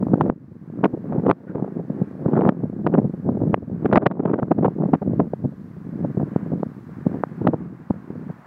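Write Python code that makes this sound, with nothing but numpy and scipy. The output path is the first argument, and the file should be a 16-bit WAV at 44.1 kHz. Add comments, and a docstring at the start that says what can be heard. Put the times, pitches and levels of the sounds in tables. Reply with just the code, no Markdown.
"""Strong wind on open moorland blows across a bare camera microphone.
Eddies sweep past the port as a lumpy rumble that brightens with speed; the hardest burst and pop.
Behind it lie the tyre roar of a far road, one faint rustle and the microphone's own hiss.
A limiter catches the big blows, ducks the traffic and the hiss, and lets them back over a second."""
import sys
import numpy as np
from scipy import signal
from scipy.fft import rfft, irfft
from scipy.io import wavfile
from scipy.ndimage import uniform_filter1d, minimum_filter1d, map_coordinates

SR = 44100
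rng = np.random.default_rng(int(sys.argv[2]) if len(sys.argv) > 2 else 0)


def store_pcm(level_fs):
    """Save levels as 16-bit WAV."""
    pcm = np.round(np.clip(level_fs, -1, 1) * 32767).astype(np.int16)
    wavfile.write(sys.argv[1], SR, np.atleast_2d(pcm).T)


N = 373086
TIME = np.arange(N) / SR
HZ = np.fft.rfftfreq(N, 1 / SR)
EDDY_SAMPLES = 100  # size of a typical eddy in a frozen pressure pattern


def gain_of(db):
    return 10 ** (np.asarray(db) / 20)


def unit_rms(x):
    return x / np.sqrt(np.mean(x ** 2) + 1e-20)


def equalise(x, curve):
    """Shapes x with an EQ curve of (freq_hz, gain_db) points."""
    hz, db = np.transpose(curve)
    return irfft(rfft(x) * gain_of(np.interp(np.log(HZ + 1), np.log(hz), db)), N)


def noise(gains):
    """Noise of rms 1, shaped by a gain at each frequency."""
    return unit_rms(irfft(rfft(rng.standard_normal(N)) * gains, N))


def noise_bed(curve):
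    """Noise of rms 1, shaped by an EQ curve."""
    return unit_rms(equalise(rng.standard_normal(N), curve))


def wander(slow_hz, fast_hz):
    """A smooth random modulator that moves at rates between the two given."""
    return noise(HZ / (HZ + slow_hz) * np.exp(-(HZ / fast_hz) ** 2))


def add(mix, start_s, sound):
    """Lays a sound into the mix, trimming what overhangs either end."""
    start = round(start_s * SR)
    part = mix[max(start, 0):][:len(sound) + min(start, 0)]
    part += sound[max(-start, 0):][:len(part)]


# tone of the noise floor: freq_hz, relative_db
HISS_EQ = [(50, 3.5), (2000, 6.5), (4500, 8), (7000, 1.5), (11000, -0.5), (15500, 1)]


def microphone_hiss(level_db=-70.5):
    """The microphone's own steady hiss."""
    return gain_of(level_db) * noise_bed(HISS_EQ)


# tone of tyre roar, dulled by distance: freq_hz, relative_db
TYRE_EQ = [(40, -23), (150, 0.5), (400, -5.5), (700, 1), (1130, 2.5), (1350, -1.5), (1600, -1), (2000, -8),
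           (2500, -16.5), (3300, -28.5), (4800, -39), (7000, -35.5), (12000, -49)]
# fader ride of the far road: time_s, level_db
TRAFFIC_RIDE = [(0, -55.5), (0.6, -53), (1.8, -51), (2.7, -53), (3.7, -53), (4.8, -52.5), (5.5, -55),
                (6.0, -53), (6.35, -49), (6.75, -53.5), (7.2, -51), (7.6, -49.5), (7.9, -50.5),
                (8.46, -48.5)]


def traffic(waver_db=-1.46):
    """Far tyre roar that wavers as the wind carries it."""
    ride_db = np.interp(TIME, *np.transpose(TRAFFIC_RIDE))
    level_db = ride_db + waver_db * wander(slow_hz=0.65, fast_hz=4.3)
    return noise_bed(TYRE_EQ) * gain_of(level_db)


def rustle(centre_s=1.495, fade_s=0.021, level_db=-43, centre_hz=1500, half_width_hz=260):
    """One brief, faint rustle in a lull."""
    band = noise(1 / (1 + ((HZ - centre_hz) / half_width_hz) ** 2))
    return gain_of(level_db) * band * np.exp(-((TIME - centre_s) / fade_s) ** 2)


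def low_cut(x, corner_hz=144.5):
    """The microphone passes little of the deepest pressure swings."""
    return signal.sosfilt(signal.butter(3, corner_hz, btype="high", fs=SR, output="sos"), x)


def turbulence(slow_hz, fast_hz):
    """The air's random unsteadiness, as a modulator soft-clipped to +-2."""
    return 2 * np.tanh(wander(slow_hz, fast_hz) / 2)


def eddy_field(steepness):
    """A frozen pattern of pressure; the steeper its slope, the weaker the small eddies."""
    wavenumber = HZ * EDDY_SAMPLES / SR
    return noise((1 + wavenumber ** 2) ** (-steepness / 2))


def sweep(field, eddy_hz, start=0):
    """Carries the pattern past the port: faster air plays it higher."""
    place = start + np.cumsum(eddy_hz) * EDDY_SAMPLES / SR
    return map_coordinates(field, [place % (N - 1)], order=3, prefilter=False, mode="wrap")


# the bed of wind between gusts, its eddy rate rising with air speed: time_s, level_db, eddy_hz
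BREEZE_RIDE = [(0.0, -33, 287), (0.55, -31.5, 211.5), (1.0, -26.5, 434.5), (1.401, -36, 535),
               (1.8, -34.0, 409.5), (2.15, -31.5, 377.6), (2.65, -23, 317.4), (3.15, -28.5, 289.7),
               (3.7, -24, 288.4), (4.3, -22.5, 437.3), (4.75, -28, 312.9), (5.35, -35, 227.8),
               (5.75, -35, 234.3), (6.4, -32, 311.4), (6.879, -38, 206.5), (7.301, -34.5, 295.1),
               (7.8, -41, 253.1), (8.46, -52, 237.3)]
# gusts that build to a crest and drop away: crest_s, level_db, build_s, drop_s, crest_eddy_hz
GUST_CUES = [(0.016, -20.0, 0.051, 0.03786, 343.5), (0.256, -16.5, 0.29, 0.113, 462.5),
             (0.836, -14.5, 0.072, 0.03753, 533.4), (1.157, -15.5, 0.095, 0.0833, 588.5),
             (1.305, -11.5, 0.082, 0.029, 648.2), (1.592, -21, 0.137, 0.198, 585),
             (1.791, -19.0, 0.043, 0.033, 493.8), (1.977, -24.5, 0.10356, 0.0871, 479.8),
             (2.376, -14.5, 0.133, 0.193, 710.2), (2.475, -12, 0.101, 0.03, 636.5),
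             (2.965, -14.5, 0.14, 0.156, 486.3), (3.268, -19, 0.0441, 0.2308, 412),
             (3.494, -17.5, 0.2107, 0.136, 408.9), (3.744, -21.5, 0.072, 0.058, 323.4),
             (3.987, -7.5, 0.1, 0.128, 742.3), (4.253, -14, 0.141, 0.214, 714.4),
             (4.631, -9, 0.066, 0.054, 500.6), (4.836, -12.5, 0.077, 0.072, 503.6),
             (5.098, -15.5, 0.053, 0.106, 379.4), (5.211, -16.7, 0.088, 0.058, 360.3),
             (5.441, -21.0, 0.04, 0.07, 279.2), (6.029, -23, 0.153, 0.1177, 339.7),
             (6.21, -20.5, 0.04666, 0.071, 381.2), (6.535, -22.5, 0.11, 0.121, 409.5),
             (6.99, -31.5, 0.055, 0.051, 242), (7.137, -25.5, 0.093, 0.062, 438.5),
             (7.45, -19, 0.066, 0.131, 423.8), (7.603, -24.5, 0.02, 0.154, 263.3),
             (7.946, -32.5, 0.063, 0.145, 314.8), (8.187, -29, 0.119, 0.15, 316)]


def wind_curves(depth_db=12, roundness=1.4, speed_law=0.21):
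    """Gusts over the breeze, the strongest setting the speed: returns time_s, level_db, eddy_hz."""
    time_s = TIME[::100]
    breeze_s, breeze_db, breeze_hz = np.transpose(BREEZE_RIDE)
    powers = [gain_of(np.interp(time_s, breeze_s, breeze_db)) ** 2]
    rates = [np.interp(time_s, breeze_s, breeze_hz)]
    for crest_s, level_db, build_s, drop_s, crest_eddy_hz in GUST_CUES:
        from_crest = abs(time_s - crest_s) / np.where(time_s < crest_s, build_s, drop_s)
        swell = gain_of(-depth_db * from_crest ** roundness)  # roundness 1 is pointed, 2 is round
        powers.append((gain_of(level_db) * swell) ** 2)
        rates.append(crest_eddy_hz * swell ** speed_law)
    return time_s, 10 * np.log10(np.sum(powers, axis=0)), np.average(rates, axis=0, weights=powers)


def rumble(lurch_db=4.0, lurch_swing=.13, flick_db=2.5, flick_swing=.14, trim_db=-0.5, eddy_scale=.915):
    """The air lurches many times a second and flicks within each lurch; faster is louder and brighter."""
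    time_s, wind_db, wind_hz = wind_curves()
    lurch = turbulence(slow_hz=9.95, fast_hz=75.16)
    flick = turbulence(slow_hz=39, fast_hz=215)
    speed = np.exp(lurch_swing * lurch + flick_swing * flick)
    eddy_hz = eddy_scale * np.interp(TIME, time_s, wind_hz) * speed
    eddies = sweep(eddy_field(steepness=4.64), eddy_hz)
    pressure = low_cut(eddies * gain_of(lurch_db * lurch + flick_db * flick))
    power = uniform_filter1d(uniform_filter1d(pressure ** 2, size=2000), size=1200)
    levelled = pressure / np.sqrt(abs(power) + 1e-12)  # keeps the fast lumps; the wind sets the swells
    return levelled * gain_of(np.interp(TIME, time_s, wind_db) + trim_db)


# single vortices crossing the port: centre_s, peak_db, pitch_hz, roundness (2 is tight, 12 is smooth)
POP_CUES = [(0.2996, 13.5, 662, 1.1), (2.4528, -4.5, 700.8, 2.2), (6.362, -1.5, 435, 0.8),
            (6.632, -5, 494, 2.2), (7.2373, 0, 693.7, 4.4)]


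def pops():
    """A lone vortex gives one suck and one push; the tighter its core, the more it snaps."""
    out, t = np.zeros(N), np.arange(-.03, .04, 1 / SR)
    for centre_s, peak_db, pitch_hz, roundness in POP_CUES:
        angle = 2 * np.pi * pitch_hz * t
        pressure = angle / (1 + angle ** 2 / (2 * roundness)) ** roundness
        pop = low_cut(np.hanning(len(t)) * pressure)
        add(out, centre_s + t[0], gain_of(peak_db) * pop / abs(pop).max())
    return out


def lesser_knots(per_s=11, above_wind_db=9.5, spread_db=2.0, eddy_scale=0.97, eddies_long=2.6):
    """Random buffet cues that follow the wind: long soft puffs in slow air, short slaps in fast."""
    time_s, wind_db, wind_hz = wind_curves()
    slip, strength, length = rng.uniform(-1, 1, (200, 3)).T
    centre_s = (np.arange(len(slip)) + .5 + slip / 2) / per_s
    peak_db = np.interp(centre_s, time_s, wind_db) + above_wind_db + spread_db * strength
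    eddy_hz = eddy_scale * np.interp(centre_s, time_s, wind_hz)
    length_s = eddies_long / eddy_hz * (1 + length / 2)
    cues = np.transpose([centre_s, peak_db, length_s, eddy_hz])
    return list(cues[centre_s < time_s[-1]])


# the hardest knots of fast air to hit the port: centre_s, peak_db, nominal_length_s, eddy_hz
BUFFET_CUES = [(0.028, -11, 0.004, 747), (0.138, 0, 0.007, 687), (0.202, -1.5, 0.004, 389.4),
               (0.212, 0.1, 0.005, 1096), (0.843, 4, 0.0065, 1128), (0.857, 3, 0.007, 1139),
               (0.942, -7.5, 0.0082, 406), (1.266, 0.2, 0.006, 889), (1.299, 8.5, 0.013, 868.6),
               (1.313, 4.5, 0.0035, 1187), (1.556, -5.5, 0.0041, 548), (1.624, -3, 0.0046, 615),
               (1.771, -11, 0.005, 616), (1.901, -8, 0.0059, 369.3), (2.018, -4, 0.0059, 328),
               (2.261, -5.5, 0.0043, 612), (2.289, -8, 0.007, 683), (2.37, -9, 0.012, 888),
               (2.492, 5, 0.0044, 1142), (2.639, -4.5, 0.007, 329.7), (2.868, 4, 0.008, 960.5),
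               (2.942, -1, 0.01, 742), (2.983, 3.1, 0.014, 662), (3.05, -5, 0.014, 317.3),
               (3.292, -2.5, 0.0055, 460.6), (3.418, -3.5, 0.0083, 330.3), (3.543, 8, 0.0035, 1046),
               (3.848, -3, 0.008, 360), (3.858, 0.5, 0.009, 900), (3.932, 5.5, 0.009, 1053),
               (3.961, 5.5, 0.0067, 1691), (3.976, 20.5, 0.0058, 1151), (4.031, 5.5, 0.009, 715),
               (4.064, 14, 0.0077, 1277), (4.116, -0.3, 0.009, 850), (4.198, 1.1, 0.01, 639),
               (4.257, 1.5, 0.01, 897), (4.3, 0.4, 0.009, 803), (4.338, 0.5, 0.011, 827),
               (4.393, -5.5, 0.009, 874), (4.429, -2.5, 0.0066, 672), (4.516, 6, 0.011, 851),
               (4.585, -3.5, 0.013, 650), (4.651, 1.3, 0.014, 910), (4.681, -1.9, 0.0055, 658),
               (4.822, -11.5, 0.0036, 670), (4.937, 3.5, 0.0069, 907), (4.949, -4, 0.012, 896),
               (5.024, -9.5, 0.013, 630), (5.074, -6, 0.01, 298.5), (5.2, 1.5, 0.0092, 747),
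               (5.273, -14, 0.0081, 274.7), (5.336, -6, 0.0035, 391.3), (5.45, -5, 0.012, 397.4),
               (6.047, -7, 0.012, 461), (6.174, -6.5, 0.0065, 430), (6.203, -11, 0.0095, 609),
               (7.068, -2, 0.006, 413.7), (7.145, -13.5, 0.0078, 485.5), (7.472, 4, 0.0058, 1091),
               (7.487, 1, 0.014, 483.5), (7.538, -3, 0.0077, 649), (7.907, -4, 0.0061, 394),
               (8.106, -13.5, 0.007, 363), (8.301, -18.5, 0.012, 270)]


def buffets(edge_speed=.65, stretch=1.014, front_ratio=0.763, flick_swing=0.2815, flick_db=1.5,
            tear_hz=950):
    """In each knot the air speeds up for a few milliseconds; its fastest flicks crack."""
    smooth, torn = eddy_field(steepness=5.27), eddy_field(steepness=4.82)
    flicks = turbulence(slow_hz=121, fast_hz=360)
    out, t = np.zeros(N), np.arange(-.03, .04, 1 / SR)
    offsets = (rng.random(300) * (N - len(t))).astype(int)  # each knot plays a random slice of air
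    for (centre_s, peak_db, length_s, eddy_hz), offset in zip(BUFFET_CUES + lesser_knots(), offsets):
        width_s = stretch * length_s * np.where(t < 0, front_ratio, 1)  # front steeper than wake
        swell = np.exp(-np.pi / 2 * abs(t / width_s) ** 2.4)
        flick = flicks[offset:offset + len(t)]
        flick = flick - np.average(flick, weights=swell)  # flicks swing about the knot's own speed
        speed = (edge_speed + (1 - edge_speed) * swell) * np.exp(flick_swing * flick)
        torn_share = 1 / (1 + (tear_hz / eddy_hz) ** 6)  # only the fastest knots tear into small eddies
        pressure = (1 - torn_share) * sweep(smooth, eddy_hz * speed, offset)
        pressure += torn_share * sweep(torn, eddy_hz * speed, offset)
        burst = low_cut(swell * gain_of(flick_db * flick) * pressure)
        add(out, centre_s + t[0], gain_of(peak_db) * burst / abs(burst).max())
    return out


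# colour that the port adds on top of all the wind levels above: freq_hz, gain_db
PORT_EQ = [(40, -7), (80, -6), (170, 1), (400, -2), (1000, -1.5), (1500, -1), (2200, -3), (3300, 0.5),
           (4600, -1), (8000, -1)]


def wind_at_port(fade_in_s=.005):
    """Rumble, buffets and pops all reach the microphone through its port."""
    fade_in = np.sin(np.pi / 2 * np.minimum(TIME / fade_in_s, 1)) ** 2
    return equalise(fade_in * (rumble() + buffets() + pops()), PORT_EQ)


def scene():
    """Mono mix: wind up front, over the far road, the rustle and the hiss."""
    return (wind_at_port() + traffic() + rustle() + microphone_hiss())[None]


def record(dry, ceiling=.71, release_s=0.99, start_gain_db=-1.5, high_cut_hz=15800):
    """The limiter ducks just ahead of each peak and recovers slowly; a high cut follows."""
    needed_gain = minimum_filter1d(ceiling / np.maximum(abs(dry[0]), ceiling), size=61)
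    release = np.exp(-TIME / release_s)
    duck = np.maximum.accumulate((1 - needed_gain) / release) * release
    # the wind was already blowing, so the gain starts a little down
    duck = np.maximum(duck, (1 - gain_of(start_gain_db)) * release)
    gain = 1 - uniform_filter1d(uniform_filter1d(duck, size=31), size=31)
    high_cut = signal.firwin(511, high_cut_hz, window=("kaiser", 9), fs=SR)
    return signal.oaconvolve(dry * gain, high_cut[None], "same")


dry = scene()
out = record(dry)
store_pcm(out)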